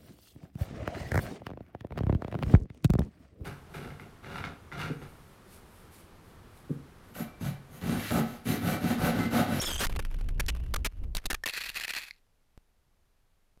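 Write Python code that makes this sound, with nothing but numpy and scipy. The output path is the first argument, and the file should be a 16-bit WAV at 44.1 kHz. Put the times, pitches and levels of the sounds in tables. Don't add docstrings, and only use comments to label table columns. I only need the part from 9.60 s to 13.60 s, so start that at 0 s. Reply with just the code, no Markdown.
import sys
import numpy as np
from scipy import signal
from scipy.fft import rfft, irfft
from scipy.io import wavfile
from scipy.ndimage import uniform_filter1d

SR = 44100
rng = np.random.default_rng(int(sys.argv[2]) if len(sys.argv) > 2 else 0)


def unload_audio(sound):
    columns = np.transpose(np.atleast_2d(sound))
    steps = np.round(np.clip(columns, -1, 1) * 32767)
    wavfile.write(sys.argv[1], SR, steps.astype(np.int16))


N = 176400
TIME = np.arange(N) / SR


def amp(db):
    return 10 ** (np.asarray(db) / 20)


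def unit(x):
    return x / np.sqrt(np.mean(x ** 2) + 1e-20)


def curve(table, column=1):
    return np.interp(TIME, *np.transpose(table)[[0, column]])


def colour(x, spectrum):
    hz, db = np.transpose(spectrum)
    f = abs(np.fft.fftfreq(4096, 1 / SR))
    log_gain = np.log(amp(np.interp(np.log(f + 1), np.log(hz), db)))
    kernel = np.fft.ifft(np.exp(np.conj(signal.hilbert(log_gain)))).real
    return unit(signal.oaconvolve(x, kernel)[:len(x)])


def wander(hz):
    f = np.fft.rfftfreq(N, 1 / SR)
    return unit(irfft(rfft(rng.standard_normal(N)) * np.exp(-(f / hz) ** 2), N))


def resonate(x, hz, width_hz):
    turn = np.exp(2j * np.pi * np.cumsum(hz * np.ones(len(x))) / SR)
    pole = np.exp(-np.pi * width_hz / SR)
    return unit((turn * signal.lfilter([1 - pole], [1, -pole], x / turn)).real)


def burst(spectrum):
    return colour(rng.standard_normal(SR // 8), spectrum)


def grit(per_s, spread_db, size=N):
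    strength = amp(spread_db * np.minimum(rng.exponential(1, size), 4))
    return strength * rng.choice([-1., 1.], size) * (rng.random(size) < per_s / SR)


def contact(length, db, sound, ease_s=0.014, release_s=0.00098, dust_s=0.019, dust_db=-41):
    t = TIME[:len(sound)]
    after = np.maximum(t - length, 0)
    touch = np.exp((length / 2 - np.minimum(t, length)) / ease_s)
    release = np.exp(-after / release_s) + amp(dust_db) * np.exp(-after / dust_s)
    return amp(db) * touch * release * sound


def place(events):
    track = np.zeros(N)
    for start, sound in events:
        part = track[round(start * SR):][:len(sound)]
        part += sound[:len(part)]
    return track


# time in seconds, fundamental in Hz, level in dB.
MOTOR_RUN = [(0, 1620, -60), (.02, 1660, -19.5), (.042, 1735, -33), (.076, 1705, -29), (.108, 1595, -31),
             (.14, 1585, -33.5), (.175, 1560, -42.5), (.192, 1630, -30.5), (.203, 1590, -31),
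             (.215, 1500, -62.5)]
# relative level of a harmonic in dB, from the first up.
MOTOR_HARMONICS = [-13.5, 1.5, -7.5, -2, -3, -10, -15, -12.5]

def motor(waver=0.0077, rasp=0.036, flicker_db=3, grind=0.83):
    speed = 1 + waver * wander(150) + rasp * wander(1800)
    phase = 2 * np.pi * np.cumsum(curve(MOTOR_RUN) * speed) / SR
    whine = sum(amp(db + flicker_db * wander(91)) * np.sin(k * phase)
                for k, db in enumerate(MOTOR_HARMONICS, 1))
    whine = unit(whine * (1 + grind * wander(540)))
    return whine * amp(curve(MOTOR_RUN, column=2)) * (TIME < MOTOR_RUN[-1][0])


# time in seconds, frequency in Hz, level in dB.
SQUEAL_GLIDE = [(0, 5590, -29), (.018, 5540, -34.5), (.03, 5350, -43.5), (.065, 5350, -39),
                (.1, 5250, -50.5)]

def squeal(flicker_db=2, waver=0.012):
    flicker = amp(flicker_db * wander(200))
    hz = curve(SQUEAL_GLIDE) * (1 + waver * wander(910))
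    tone = unit(flicker * np.sin(2 * np.pi * np.cumsum(hz) / SR))
    return tone * amp(curve(SQUEAL_GLIDE, column=2)) * (TIME < SQUEAL_GLIDE[-1][0])


# time in seconds, level in dB, flutter rate in Hz.
GUSTS = [(0, -41.5, 30), (.17, -32.5, 13.5), (.28, -27.5, 25.13), (.5, -29.5, 24), (.78, -25.5, 33),
         (.87, -28.5, 44), (.95, -30, 62), (1.08, -34, 68), (1.22, -30.5, 45), (1.3, -49.5, 33),
         (1.43, -30.5, 39), (1.52, -36.5, 48), (1.61, -51, 29), (1.8, -47.5, 12), (1.9, -66, 23),
         (2.12, -54.5, 35), (2.3, -64, 22), (2.7, -69.5, 18), (4, -68.5, 20)]
# frequency in Hz, relative level in dB.
WIND_SPECTRUM = [(8, -6.5), (26, 9), (45, -4.5), (75, -1), (110, -13), (200, -21.5), (400, -30.5),
                 (1000, -48), (4000, -78.5)]

def wind(flutter_db=3):
    flutter = resonate(wander(120), curve(GUSTS, column=2), width_hz=6.54)
    buffet = colour(rng.standard_normal(N), WIND_SPECTRUM) + amp(flutter_db) * flutter
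    running_rms = np.sqrt(uniform_filter1d(buffet ** 2, size=4000))
    return buffet / running_rms * amp(curve(GUSTS))


# time in seconds, level in dB.
DUST_LEVEL = [(0, -37), (.09, -34), (.115, -33.5), (.18, -52), (.2, -33.5), (.26, -18), (.285, -62),
              (.4, -61.5), (.5, -64.5), (.8, -58), (.92, -66), (.97, -61), (1.05, -64.5), (1.3, -69.5),
              (1.44, -74), (1.52, -79), (1.61, -58), (1.68, -70), (1.765, -77), (1.79, -128), (1.86, -92),
              (1.9, -100)]
# frequency in Hz, relative level in dB.
DUST_SPECTRUM = [(100, 4.5), (300, 3.5), (800, 2), (1600, 1), (2200, -0.5), (3000, -3), (3800, -8),
                 (5200, -11), (7500, -16), (11000, -15.5), (15000, -19.5)]

def rush(flicker_db=7):
    grains = colour(grit(per_s=9000, spread_db=6.5), DUST_SPECTRUM)
    return grains * amp(curve(DUST_LEVEL) + flicker_db * wander(70))


# frequency in Hz, relative level in dB.
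HISS_SPECTRUM = [(59, -22), (100, -7), (343, -14), (381, -13), (492, -14), (547, -15), (648, -14),
                 (13200, -30.5), (16000, -33.5)]

def hiss(db=-75.5):
    return amp(db) * colour(rng.standard_normal(N), HISS_SPECTRUM)


# start in seconds, contact in seconds, level in dB, resonance in Hz.
GROUND_BLOWS = [(0.204, 0.028, -17.5, 330), (0.234, 0.031, -16.5, 1500), (0.268, 0.0081, -27, 2130),
                (.797, .010, -4.5, 1930), (0.864, 0.0011, -33, 5560), (0.883, 0.02, -25.5, 2640),
                (1.1389, 0.0065, -14, 1300), (1.161, 0.0036, -15, 1100), (1.2469, 0.025, -16.5, 2230),
                (1.55, 0.013, -22.5, 4070), (1.568, 0.0034, -16.5, 4150), (1.578, 0.0099, -39.5, 2060),
                (1.656, 0.011, -23, 3880), (1.7017, 0.013, -17, 1880), (1.73, 0.0011, -9, 1470),
                (1.7445, 0.0052, -22, 1600), (1.8583, 0.0092, -19, 2990)]
# frequency in Hz, relative level in dB.
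CRUNCH_SPECTRUM = [(40, -7), (280, -0.5), (800, -6), (1300, -1), (2000, -3), (3000, -2.5), (6000, -5.5),
                   (15000, -17)]

def blows(hollow_db=2.5):
    for start, length, db, hz in GROUND_BLOWS:
        crunch = burst(CRUNCH_SPECTRUM)
        hollow = amp(hollow_db) * resonate(crunch, hz, width_hz=660)
        yield start, contact(length, db, unit(crunch + hollow))


# start in seconds, level in dB, swing frequency in Hz, decay time in seconds.
AIRFRAME_LURCHES = [(0.25, -14.5, 27, 0.031), (1.143, -23.5, 30, 0.024), (1.249, -15.5, 36, 0.023),
                    (1.549, -14, 27.3, 0.026), (1.654, -18.5, 22, .021), (1.73, -19.5, 30.14, 0.011)]

def lurches():
    t = TIME[:SR // 6]
    for start, db, hz, decay in AIRFRAME_LURCHES:
        yield start, amp(db) * np.sin(2 * np.pi * hz * t) * np.exp(-(t / decay) ** 2)


# time in seconds, level in dB.
CAVITY_LEVEL = [(.28, -66), (.36, -62.5), (.6, -71), (.85, -67.5), (.96, -61), (1.12, -74.5), (1.3, -80),
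                (1.44, -75.5), (1.52, -98)]

def whistle(hz=2750, width_hz=510):
    band = resonate(rng.standard_normal(N), hz, width_hz)
    narrower = resonate(band, hz, width_hz)
    return narrower * amp(curve(CAVITY_LEVEL)) * (TIME < CAVITY_LEVEL[-1][0])


# start in seconds, length in seconds, level in dB.
GRIT_SPRAYS = [(0.296, 0.0064, -39), (0.32, 0.011, -38.5), (.361, 0.0081, -34.5), (.391, 0.012, -32),
               (.4255, .002, -48), (.45, 0.0082, -36.5), (0.512, 0.0027, -46.5), (0.542, 0.0086, -46.5),
               (0.567, 0.0048, -46), (.587, .004, -49), (0.61, 0.0095, -46.5), (.687, 0.0048, -38.5),
               (0.949, 0.0052, -45), (0.969, 0.0036, -47), (1.323, 0.0017, -57), (1.434, 0.014, -54.5),
               (1.64, 0.0022, -54)]

def sprays():
    for start, length, db in GRIT_SPRAYS:
        yield start, contact(length, db, burst(DUST_SPECTRUM))


# start in seconds, level in dB.
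SHELL_KNOCKS = [(1.704, -10.5), (1.71, -19.5), (1.718, -19), (1.837, -6.5)]
# frequency in Hz, relative level in dB, time to fall 60 dB in seconds.
SHELL_MODES = [(1810, -3, .016), (3200, -14, .009)]

def knocks(crack_db=-10.5):
    t = TIME[:SR // 6]
    for start, db in SHELL_KNOCKS:
        yield start, sum(amp(db + mode_db - 60 * t / t60) * np.sin(2 * np.pi * hz * t)
                         for hz, mode_db, t60 in SHELL_MODES)
        yield start, contact(0, db + crack_db, burst(CRUNCH_SPECTRUM))


def chips(low_hz=1500, high_hz=13000, width_hz=250, db_per_octave=-5.5):
    pings = np.zeros(N)
    for hz in np.geomspace(low_hz, high_hz, 24):
        resonator = signal.iirpeak(hz, hz / width_hz, SR)
        gain = amp(db_per_octave * np.log2(hz / low_hz))
        pings += gain * signal.lfilter(*resonator, grit(per_s=45, spread_db=6))
    return unit(pings)


# time in seconds, level in dB.
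SLIDE_LEVEL = [(1.85, -89), (1.862, -32), (1.9, -43.5), (1.915, -50), (1.94, -45), (1.975, -31.5),
               (1.995, -42.5), (2.012, -34), (2.05, -42.5), (2.066, -33), (2.08, -46), (2.1, -37),
               (2.11, -53.5), (2.14, -52.5), (2.162, -33), (2.19, -41.5), (2.25, -51.5), (2.262, -51),
               (2.304, -38), (2.325, -50), (2.366, -31), (2.395, -40.5), (2.44, -45), (2.505, -53.5),
               (2.522, -70.5), (2.58, -72), (2.63, -100)]
# frequency in Hz, relative level in dB.
SLIDE_SPECTRUM = [(60, -23), (300, -22.5), (900, -14.5), (1400, -8.5), (1900, 2), (2200, -2.5), (2550, 3.5),
                  (3000, -9.5), (3300, -5), (3700, -8), (4300, -2), (5200, -13), (6500, -17), (7300, -14),
                  (8500, -20.5), (9900, -16.5), (11500, -22.5), (13500, -16.5), (16000, -30.5)]

def slide(chip_db=-10, judder_db=3):
    rattle = colour(grit(per_s=3000, spread_db=4), SLIDE_SPECTRUM) + amp(chip_db) * chips()
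    return rattle * amp(curve(SLIDE_LEVEL) + judder_db * wander(140))


# start in seconds, contact in seconds, level in dB.
CAUGHT_STONES = [(1.875, 0.0013, -12.5), (1.887, 0.0017, -18.5), (1.895, 0.0053, -24.5),
                 (1.936, 0.0022, -29.5), (1.974, 0.0018, -32), (2.007, 0.0045, -37), (2.037, 0.0054, -31),
                 (2.057, 0.0027, -36), (2.089, 0.0054, -28.5), (2.1, 0.0016, -32), (2.145, 0.0022, -36.5),
                 (2.153, 0.0098, -38.5), (2.169, 0.0079, -24.5), (2.199, 0.0017, -30),
                 (2.21, 0.0098, -35.5), (2.226, 0.0014, -34), (2.236, 0.0029, -26.5), (2.245, .01, -29),
                 (2.28, 0.001, -21), (2.292, 0.008, -35), (2.306, 0.0037, -26), (2.336, 0.0014, -18),
                 (2.35, 0.001, -25), (2.365, 0.0016, -32.5)]

def stones(first_click_db=4.5, colour_spread_db=3):
    for start, length, db in CAUGHT_STONES:
        clicks = grit(per_s=2300, spread_db=3.5, size=SR // 8)
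        clicks[0] = amp(first_click_db)
        spectrum = [(hz, level + colour_spread_db * rng.standard_normal()) for hz, level in SLIDE_SPECTRUM]
        yield start, contact(length, db, colour(clicks, spectrum))


# start in seconds, level in dB.
SETTLING_TICKS = [(2.509, -20), (2.537, -45), (2.563, -52), (2.573, -58)]
# frequency in Hz, relative level in dB.
TICK_SPECTRUM = [(200, -30), (1200, -29), (2100, 18), (3000, -17), (4200, 10), (6000, -12), (15000, -52)]

def ticks():
    for start, db in SETTLING_TICKS:
        yield start, contact(0, db, burst(TICK_SPECTRUM))


# start in seconds, level in dB.
SOFT_POPS = [(2.9769, -39.5), (3.975, -51)]

def pops(decay_s=0.0042):
    for start, db in SOFT_POPS:
        yield start, amp(db) * np.exp(-TIME[:SR // 20] / decay_s)


def scene():
    flight = motor() + squeal() + wind() + rush() + whistle()
    tumble = place([*blows(), *lurches(), *knocks(), *sprays()])
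    scrape = slide() + place([*stones(), *ticks()])
    return (flight + tumble + scrape + hiss() + place(pops()))[None]


# frequency in Hz, relative gain in dB.
MIC_RESPONSE = [(0, 0.5), (1000, -1.5), (4000, -1), (8500, -1.5), (9900, 1.5), (11300, 0.5), (13500, 1.5),
                (15000, -2.5), (16200, -13)]

def record(dry, overload_db=-27.2, edge_hz=16200):
    clipped = np.clip(dry, -amp(overload_db), amp(overload_db))
    response = amp(np.interp(np.fft.rfftfreq(N, 1 / SR), *np.transpose(MIC_RESPONSE)))
    coloured = irfft(rfft(clipped) * response / response[0], N)
    low_pass = signal.firwin(161, edge_hz, window=("kaiser", 9), fs=SR)
    return signal.oaconvolve(coloured, low_pass[None], "same")


dry = scene()
out = record(dry)
unload_audio(out)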